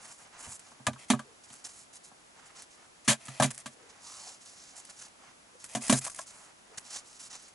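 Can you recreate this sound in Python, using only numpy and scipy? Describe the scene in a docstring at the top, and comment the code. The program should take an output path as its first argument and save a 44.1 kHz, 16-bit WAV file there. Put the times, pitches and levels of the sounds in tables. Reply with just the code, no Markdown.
"""Frozen perch drop into a cut-open plastic canister, close to a stereo microphone pair on a snowy lake.
Each fish knocks on the rim, falls to the bottom and tumbles: the walls clack, the hollow booms,
frosty scales scrape. Between drops, just right of the microphones, a glove crunches in the snow
to gather the fish and a sleeve swishes. Behind it all lies quiet open air, with no echo."""
import sys
import numpy as np
from scipy import signal
from scipy.fft import rfft, irfft
from scipy.io import wavfile

SR = 44100
rng = np.random.default_rng(int(sys.argv[2]) if len(sys.argv) > 2 else 0)


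def pcm_store(signal):
    """Save signal as 16-bit PCM."""
    levels = np.round(np.clip(np.atleast_2d(signal), -1, 1) * 32767)
    wavfile.write(sys.argv[1], SR, levels.astype(np.int16).T)


N = 332514
TIME = np.arange(N) / SR
HZ = np.maximum(np.arange(N // 2 + 1) * SR / N, 1)
CUTOFF_HZ = 11100


def from_db(db):
    """Decibels to gain."""
    return 10 ** (np.asarray(db) / 20)


def rms_one(x):
    """Scale to unit rms."""
    return x / np.sqrt(np.mean(x ** 2) + 1e-20)


def gains(points):
    """Join (Hz, dB) points on a log-frequency axis."""
    hz, db = np.transpose(points)
    return from_db(np.interp(np.log(HZ), np.log(hz), db))


def colour(x, response):
    """Filter by a response scaled to keep the power of white noise, counted below the cutoff."""
    return irfft(rfft(x) * response / np.sqrt(np.mean(np.abs(response) ** 2 * (HZ < CUTOFF_HZ))), N)


def resonances(modes):
    """Response of parallel resonators (Hz, dB, t60) with alternating signs."""
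    return sum((-1) ** k * from_db(db) / (1 + 1j * (HZ**2 - hz**2) * np.pi * t60 / (HZ * np.log(1000)))
               for k, (hz, db, t60) in enumerate(modes))


def pan(x, left_db):
    """Lean a sound towards the left microphone, or the right if negative."""
    return x * from_db(np.array([[left_db], [-left_db]]) / 2)


# stereo width straight ahead of the microphones: (frequency [Hz], side minus mid [dB])
WIDTH_AHEAD = [(500, -8.5), (2500, -9), (4200, -7), (7000, -12.5)]
def grains(per_s, spread_db, width=WIDTH_AHEAD):
    """Tiny stick-slip clicks of uneven size, partly different at the two microphones; rms 1."""
    size = from_db(spread_db * np.minimum(rng.exponential(1, (2, N)), 4)) * rng.choice([-1, 1], (2, N))
    mid, side = rms_one(size * (rng.random((2, N)) < per_s / SR))
    side = irfft(rfft(side) * gains(width), N)
    return rms_one(np.array([mid + side, mid - side]))


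def catching(depth_db, per_s):
    """Rough surfaces catch and let go many times a second; rms 1."""
    grip = np.interp(TIME * per_s, np.arange(8000), rng.standard_normal(8000))
    return rms_one(from_db(depth_db * grip))


def strokes(starts, lengths, levels_db):
    """Level of a series of movements: each gathers speed, holds and slows down."""
    return np.sqrt(sum((from_db(db) * np.interp((TIME - s) / length, [0, .16, .72, 1], [0, 1, 1, 0])) ** 2
                       for s, length, db in zip(starts, lengths, levels_db)))


def burst(start, hold, t60, rise=0.00054):
    """Contact force: a quick rise, a hold while the surfaces slide, then a fall."""
    age = np.maximum(TIME - start, 0)
    decay = np.minimum(np.log(1000) * np.maximum(age - hold, 0) / t60, 50)
    return (1 - np.exp(-age / rise)) * np.exp(-decay)


def slaps(starts, levels_db):
    """The first touch is one hard click."""
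    clicks = np.zeros(N)
    clicks[((starts + .0005) * SR).astype(int)] = from_db(levels_db)
    return clicks


def ring_modes(starts, levels_db, t60_scales, modes, rise, detune, panels_hz=None):
    """Blows ring the modes, most near the struck panel's pitch; load and grip detune them a little."""
    out, age = np.zeros(N + SR), np.arange(SR // 3) / SR
    hz, db, t60 = np.transpose(modes)[:, :, None]
    t60_scales = np.broadcast_to(t60_scales, len(starts))
    for k, (shift, polarity) in enumerate(rng.standard_normal((len(starts), 2, len(modes), 1))):
        strength = from_db(db)
        if panels_hz is not None:
            octaves_off = np.log2(hz / panels_hz[k])
            strength = strength * np.sign(polarity) * np.exp(-.5 * (octaves_off / 0.4) ** 2)
        decay = np.exp(-np.log(1000) * age / (t60 * t60_scales[k]))
        swing = decay * np.sin(2 * np.pi * hz * (1 + detune * shift) * age)
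        ring = (strength * swing).sum(axis=0) * (1 - np.exp(-age / rise))
        at = int(starts[k] * SR)
        out[at:at + len(age)] += from_db(levels_db[k]) * ring / np.abs(ring).max()
    return out[:N]


def shell(t60=0.038, ring_db=-3.5):
    """Response of the plastic: the direct sound and a brief ring of countless close modes."""
    ring = rng.standard_normal(N) * np.exp(-np.minimum(np.log(1000) * TIME / t60, 50))
    return 1 + from_db(ring_db) * rfft(ring / np.sqrt(np.sum(ring ** 2)))


def from_the_right(x, housing_hz=3220, bandwidth_hz=700):
    """Sound from the right bends round the housing and reaches the left microphone phase-turned."""
    turn = np.exp(-2j * np.arctan2(HZ * bandwidth_hz, housing_hz ** 2 - HZ ** 2))
    return pan(np.array([irfft(rfft(x[0]) * turn, N), x[1]]), -1.7)


# spectrum of the air over the lake: (frequency [Hz], relative level [dB])
HUSH_SPECTRUM = [(15, -27), (25, -4.5), (260, 3), (492, 0), (703, 1.5), (3680, -7), (7510, -5), (9200, -9),
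                 (10200, -3.5), (11000, -9.5), (14300, -69), (22000, -120)]
# its stereo width: (frequency [Hz], side minus mid [dB])
HUSH_WIDTH = [(100, -7), (900, 3.5), (3500, 1.5), (6500, -5), (11000, -6.5)]
def open_air():
    """An even hush over the lake, all round the microphones."""
    return from_db(-59.5) * colour(grains(40000, 0.34, HUSH_WIDTH), gains(HUSH_SPECTRUM))


# the glove scrapes over the snow: (time [s], length [s], swish [dB], grit above swish [dB])
GLOVE_SCRAPES = [(0.0, 0.18, -57, 5), (0.168, 0.095, -66, 9.5), (0.367, 0.22, -57, 8.5),
                 (0.483, 0.097, -60.5, 13.5), (0.58, 0.18, -62.5, 0), (1.432, 0.036, -59, 1.5),
                 (1.464, 0.18, -60, -0.5), (1.638, 0.043, -46.5, 0), (1.66, 0.21, -58, 4),
                 (1.925, 0.062, -56.5, 3.5), (2.029, 0.072, -60, 3.5), (2.453, 0.036, -61.5, 4),
                 (2.546, 0.11, -53, -4), (2.697, 0.067, -61.5, -3), (3.695, 0.053, -64.5, 3),
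                 (3.887, 0.037, -58, -8), (3.997, 0.4, -50, -1.5), (4.39, 0.19, -57.5, 1),
                 (4.454, 0.053, -54, -6), (4.535, 0.25, -56, -4.5), (4.754, 0.066, -52, 3.5),
                 (4.894, 0.022, -50, -1), (4.804, 0.19, -60.5, 1), (4.952, 0.15, -54, 0.5),
                 (5.012, 0.066, -51.5, -4), (5.589, 0.087, -57.5, 0), (6.258, 0.071, -54, 2),
                 (6.293, .22, -64, 8.5), (6.775, 0.017, -40, -27), (6.82, 0.21, -55, -1),
                 (6.887, 0.13, -45.5, -2), (6.929, .055, -43, -3.5), (7.033, 0.18, -58, 0),
                 (7.186, 0.11, -51.5, 1), (7.294, 0.092, -47, -6), (7.366, 0.16, -57.5, -5)]
# the arm reaches out or draws back: (time [s], length [s], level [dB])
SLEEVE_REACHES = [(-0.04, 0.2, -56), (0.173, 0.14, -59.5), (0.302, 0.28, -54.5), (0.44, 0.041, -49),
                  (0.572, 0.26, -64), (1.45, 0.42, -68), (2.334, 0.23, -60), (2.543, 0.11, -57),
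                  (2.763, 0.12, -62), (3.77, 0.32, -63), (4.72, 0.14, -60.5), (4.886, 0.036, -55),
                  (4.995, 0.11, -59.5), (5.193, .15, -58.5), (6.26, 0.3, -59), (6.653, 0.48, -61),
                  (7.03, 0.53, -70.5), (7.341, 0.04, -54.5)]
# spectra of cloth, snow crystals and dull brushing: (frequency [Hz], relative level [dB])
SWISH_SPECTRUM = [(900, -35), (2200, -12.5), (3500, -6.5), (5200, 0.5), (6400, 1.5), (8000, -4.5),
                  (11000, -32)]
GRIT_SPECTRUM = [(3500, -23), (5500, -13.5), (7000, 0), (8500, -3), (10000, -3.5), (11000, -5.5)]
BRUSH_SPECTRUM = [(60, -7.5), (200, -1.5), (420, -6), (650, 4), (850, 5), (1300, 4), (2100, 0),
                  (3500, -7.5), (7000, -39)]
# stereo width beside the microphones: (frequency [Hz], side minus mid [dB])
WIDTH_BESIDE = [(150, -24), (600, -23), (3000, -1), (5000, -23), (11000, -10.5)]
def glove_and_sleeve():
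    """Close on the right, cloth swishes, snow crystals crackle and the sleeve brushes dully."""
    starts, lengths, swish_db, grit_db = np.transpose(GLOVE_SCRAPES)
    scrape = strokes(starts, lengths, swish_db)
    crunch = strokes(starts, lengths, swish_db + grit_db)
    reach = strokes(*np.transpose(SLEEVE_REACHES))
    rest = from_db(-74)  # the clothes are never quite still
    levels = [np.hypot(scrape, from_db(-6) * reach), crunch, np.hypot(reach, from_db(-10) * scrape)]
    swish, grit, brush = np.hypot(levels, rest) * catching(2.0, 130)
    cloth = colour(swish * grains(10000, 3.4, WIDTH_BESIDE), gains(SWISH_SPECTRUM))
    crystals = colour(grit * grains(6000, 2.3, WIDTH_BESIDE), gains(GRIT_SPECTRUM))
    body = colour(brush * grains(3500, 2.7, WIDTH_BESIDE), gains(BRUSH_SPECTRUM))
    return from_the_right(cloth + from_db(-1.5) * crystals + from_db(-0.5) * body)


# shoves on the canister: (time [s], level [dB])
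CANISTER_SHOVES = [(0.472, -48.5), (0.87, -38), (3.40, -66), (5.897, -47)]
# its rocking modes: (frequency [Hz], relative level [dB], unscaled t60 [s])
ROCKING_MODES = [(95, -3, 0.15), (75, -14, 0.22)]
def canister_sway():
    """Shoved against the snow, the whole canister sways with a low thump."""
    starts, levels_db = np.transpose(CANISTER_SHOVES)
    return pan(ring_modes(starts, levels_db, 0.83, ROCKING_MODES, rise=.01, detune=0.035), -1.5)


# modes of the enclosed air and the bottom: (frequency [Hz], relative level [dB], unscaled t60 [s])
CAVITY_MODES = [(133.5, 2, 0.21), (107, -24, 0.042)]
THUD_MODES = [(226, 6.5, 0.16), (249.5, 11.5, 0.11), (248.6, -10, 0.087), (212, -69, 0.04),
              (303, 0.5, 0.07), (397.3, -12.5, 0.18)]
def hollow_boom(starts, air_db, bottom_db, slides, weight_db):
    """The air in the canister booms and the bottom thuds, ringing longer under a heavy landing."""
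    air_scales = 1 / (1 + slides / 0.035)  # a fish pressed along the rim covers and damps the opening
    bottom_scales = 0.69 * from_db(0.3 * weight_db)
    air = ring_modes(starts, air_db, air_scales, CAVITY_MODES, rise=0.0064, detune=0.018)
    bottom = ring_modes(starts, bottom_db, bottom_scales, THUD_MODES, rise=0.011, detune=0.0096)
    boom = pan(from_db(-0.5) * air, -3.0) + pan(from_db(2.0) * bottom, -3.5)
    return signal.sosfilt(signal.butter(2, 70, "high", fs=SR, output="sos"), boom)


# fish strike the canister, and now and then the glove presses on it: (time [s], air boom [dB], bottom thud
# [dB], wall clack [dB], # hard crack [dB], sliding time [s], panel pitch [Hz])
CANISTER_KNOCKS = [ (0.473, -52, -53.5, -56, -65, 0.011, 706), (0.717, -66, -66, -53.5, -71, .001, 1040),
                   (0.799, -52.5, -53, -55, -76, .006, 860), (0.8672, -34.5, -40.5, -26, -24, 0.0012, 1270),
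                   (0.882, -62, -32.5, -32.5, -43, 0.0026, 660), (0.9317, -52, -52, -54, -51, 0.00088, 1300),
                   (0.96, -61, -62, -52, -70, .004, 1200), (1.1013, -47, -17.5, -25, -22, 0.0025, 930),
                   (1.134, -32, -33, -31.5, -60, 0.0059, 1060), (1.192, -64, -44, -40.5, -46, 0.0039, 1320),
                   (1.502, -61, -56.5, -59, -53.5, .001, 900), (2.115, -72, -62, -54.5, -74, .0016, 890),
                   (3.078, -29, -24, -29, -21, 0.022, 1400), (3.092, -34, -32, -36, -42, .014, 1290),
                   (3.11, -33.5, -38, -30, -29, .018, 1050), (3.2825, -41, -46.5, -42.5, -43.5, .002, 1330),
                   (3.3988, -25, -26.5, -19, -29, 0.0052, 730), (3.422, -50, -27.5, -23, -24, 0.011, 980),
                   (3.442, -27.5, -27, -31, -29, 0.0028, 870), (3.504, -45, -65, -50, -49, 0.0032, 1200),
                   (3.6586, -51.5, -43.5, -43, -39.5, 0.0056, 1170),
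                   (5.7498, -39, -35, -29.5, -32, 0.0012, 826), (5.768, -47, -33.5, -38.5, -44.5, .002, 746),
                   (5.896, -50, -17.5, -25, -23.5, 0.0012, 1110),
                   (5.9248, -25.5, -21.5, -23.5, -25.5, 0.0011, 705),
                   (6.064, -70, -66, -41.5, -40.5, 0.0031, 880), (6.077, -76, -70, -39.5, -45.5, 0.0014, 1140),
                   (6.1888, -76, -68, -37.5, -44, 0.0024, 1270)]
# thin walls and their stiff corners: (frequency [Hz], relative level [dB], nominal t60 [s])
PANEL_MODES = [(545, -20, 0.035), (603, 6, 0.026), (655, 4, 0.029), (737, -3.5, 0.082), (830, -1, 0.028),
               (1005, -1, 0.034), (1141, -6, 0.09), (1257, -3, 0.036), (1410, -18, 0.1), (1595, -1, 0.043)]
CORNER_MODES = [(1410, -1, 0.017), (1726, 11.5, 0.053), (2000, 8.5, 0.01), (2106, 9.5, 0.014),
                (2355, 8, 0.028), (2503, 9.5, 0.058), (2860, 5, 0.0046), (3325, 10, 0.006),
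                (3540, 8, 0.0061), (3900, 10.5, 0.033), (3950, -1, 0.0093), (4385, 8, 0.039)]
# spectrum of frosty scales: (frequency [Hz], relative level [dB])
FROST_SPECTRUM = [(1500, -10.5), (3500, -19.5), (4900, -5), (6300, -0.5), (7500, 1.5), (8800, -3),
                  (9800, 0), (11000, -4.5)]
def canister_knocks():
    """Close by, a stiff fish slaps and chatters on the plastic, or the glove presses on it, driving hollow,
    walls and frost."""
    starts, air_db, bottom_db, wall_db, crack_db, slides, panels_hz = np.transpose(CANISTER_KNOCKS)
    weight_db = bottom_db - wall_db
    falls = 0.084 * from_db(0.27 * weight_db)  # a heavy landing chatters longer
    rises = 0.00026 + 0.017 * slides  # a glancing blow builds up slowly
    slap_db = crack_db + 21 - 700 * slides  # and slaps less than a square one
    frost_db = crack_db - 4 + 1.3549 * starts  # as the canister fills, fish land on fish
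    contact_power = np.array([burst(*blow) for blow in zip(starts, slides, falls, rises)]) ** 2
    part_powers = from_db([wall_db, crack_db, frost_db]) ** 2
    wall_force, corner_force, frost_force = np.sqrt(part_powers @ contact_power)
    boom = hollow_boom(starts, air_db, bottom_db, slides, weight_db)

    clack = ring_modes(starts, wall_db, 0.96, PANEL_MODES, rise=.0012, detune=.031, panels_hz=panels_hz)
    chatter = colour(wall_force * grains(6000, 0.93), resonances(PANEL_MODES))
    corner_clicks = corner_force * grains(5000, 1.5) + slaps(starts, slap_db + 3.5)
    crack = from_db(-4.5) * colour(corner_clicks, resonances(CORNER_MODES))
    walls = pan(from_db(6.5) * clack + from_db(-5.0) * chatter, 2.1) + pan(crack, -0.53)
    # thin panels radiate little below their first mode
    walls = signal.sosfilt(signal.butter(4, 360, "high", fs=SR, output="sos"), walls)

    frost_clicks = frost_force * catching(1.8, 500) * grains(9000, 2.3) + slaps(starts, slap_db - 1.0)
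    scrape = from_db(-0.67) * colour(frost_clicks, gains(FROST_SPECTRUM) * shell())
    return boom + walls + pan(scrape, 0.35)


# snow crust and ice crumbs break near the microphones: (time [s], level [dB], t60 [s])
CRUST_SNAPS = [(0.593, -42.5, 0.043), (1.527, -46.5, 0.17), (1.653, -47.5, 0.17), (1.956, -50.5, 0.054),
               (2.621, -47, 0.06), (3.252, -46.5, 0.18), (3.505, -32.5, 0.06), (3.538, -44.5, 0.13),
               (3.577, -40.5, 0.061), (4.849, -42, 0.03), (4.895, -50, .05), (4.972, -58, 0.072),
               (5.641, -42.5, 0.11), (5.881, -30, 0.042), (6.043, -30.5, 0.082), (6.098, -35, 0.023),
               (6.1446, -43, 0.035), (6.774, -45, 0.14), (6.781, -34, 0.018), (7.199, -50, 0.097),
               (7.351, -48, 0.035), (7.423, -46, 0.029), (7.482, -46.5, 0.038)]
# their spectrum: (frequency [Hz], relative level [dB])
CRUMB_SPECTRUM = [(200, -6), (700, -9), (1700, 0.5), (3500, -7), (5500, -1), (8000, 6), (11000, 3)]
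def crust_snaps():
    """Each break of the crust is a click and a short shower of crystals."""
    starts, levels_db, _ = np.transpose(CRUST_SNAPS)
    force = sum(from_db(db) * burst(s, 0.0019, t60) for s, db, t60 in CRUST_SNAPS)
    crackle = force * grains(4500, 6.4) + slaps(starts, levels_db + 8)
    return pan(colour(crackle, gains(CRUMB_SPECTRUM)), -0.72)


# a fish slides over plastic and other fish: (time [s], length [s], rubbing [dB], frost scrape [dB])
FISH_SLIDES = [(0.974, 0.093, -54, -64), (1.081, 0.037, -53.5, -49), (3.041, 0.056, -55, -54),
               (3.182, 0.16, -56, -65), (3.27, 0.29, -51, -68), (3.582, 0.043, -55.5, -50),
               (5.68, 0.085, -54.5, -47), (5.803, 0.11, -45.5, -36.5), (5.949, 0.046, -46, -28.5),
               (6.008, 0.041, -47.5, -40.5), (6.048, 0.034, -52, -39), (6.072, 0.078, -67, -47),
               (6.144, 0.11, -57, -43.5)]
# spectrum of rubbed plastic: (frequency [Hz], relative level [dB])
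RUB_SPECTRUM = [(120, -8), (400, -12.5), (650, 3.5), (1200, -8), (2400, -3), (4200, -7), (7300, -6.5),
                (11000, -7.5)]
def fish_slides():
    """Inside the canister, strokes swell fast, catch and slip, and fade as the fish slides on."""
    starts, lengths, rub_db, frost_db = np.transpose(FISH_SLIDES)
    rub = strokes(starts, lengths, rub_db) * catching(2.0, 220) * grains(3500, 0.87)
    plastic = colour(rub, gains(RUB_SPECTRUM) * shell())
    scrape = strokes(starts, lengths, frost_db) * catching(3.6, 220) * grains(6000, 5.7)
    scales = colour(scrape, gains(FROST_SPECTRUM) * shell())
    return from_db(0.5) * plastic + from_db(-2.5) * scales


# hums far from the microphones: (time [s], length [s], level [dB])
FAR_HUMS = [(1.224, 0.12, -61.5), (3.688, 0.26, -60.5), (5.528, 0.048, -56.5), (6.687, 0.066, -57.5)]
def far_hums():
    """Now and then a faint hollow hum swells and fades in the distance."""
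    swell = sum(from_db(db) * np.interp(TIME, [s, s + length / 2, s + length], [0, 1, 0])
                for s, length, db in FAR_HUMS)
    return colour(swell * grains(20000, .5), resonances([(446, 0, 0.016)]) ** 2)


# the glove digs through the snow under a fish: (time [s], level [dB], hollow pitch [Hz])
GLOVE_PLOUGH = [(4.02, -72, 1010), (4.08, -57.5, 1050), (4.17, -62, 1220), (4.25, -61, 855),
                (4.30, -53.5, 750), (4.34, -80, 620)]
def glove_plough():
    """The hollow under the palm rings mostly lower as the fingers close round the fish."""
    times, level_db, hollow_hz = np.transpose(GLOVE_PLOUGH)
    force = from_db(np.interp(TIME, times, level_db, left=-140, right=-140))
    carrier = np.exp(2j * np.pi * np.cumsum(np.interp(TIME, times, hollow_hz)) / SR)
    crunch = grains(3000, 4.3, WIDTH_BESIDE)
    # shift down, low-pass, shift back: a narrow band that follows the pitch
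    ring = signal.sosfilt(signal.butter(2, 170, fs=SR, output="sos"), crunch / carrier) * carrier
    return pan(force * rms_one(ring.real), -1.5)


def scene():
    """Canister and hand are close to the microphones, the open lake beyond; snow gives no echo."""
    canister = canister_knocks() + canister_sway() + fish_slides()
    gathering = crust_snaps() + glove_and_sleeve() + glove_plough()
    return canister + gathering + open_air() + far_hums()


def record(dry):
    """A small stereo recorder with a steep top cut."""
    return signal.sosfilt(signal.ellip(12, .2, 80, CUTOFF_HZ, fs=SR, output="sos"), dry)


dry = scene()
out = record(dry)
pcm_store(out)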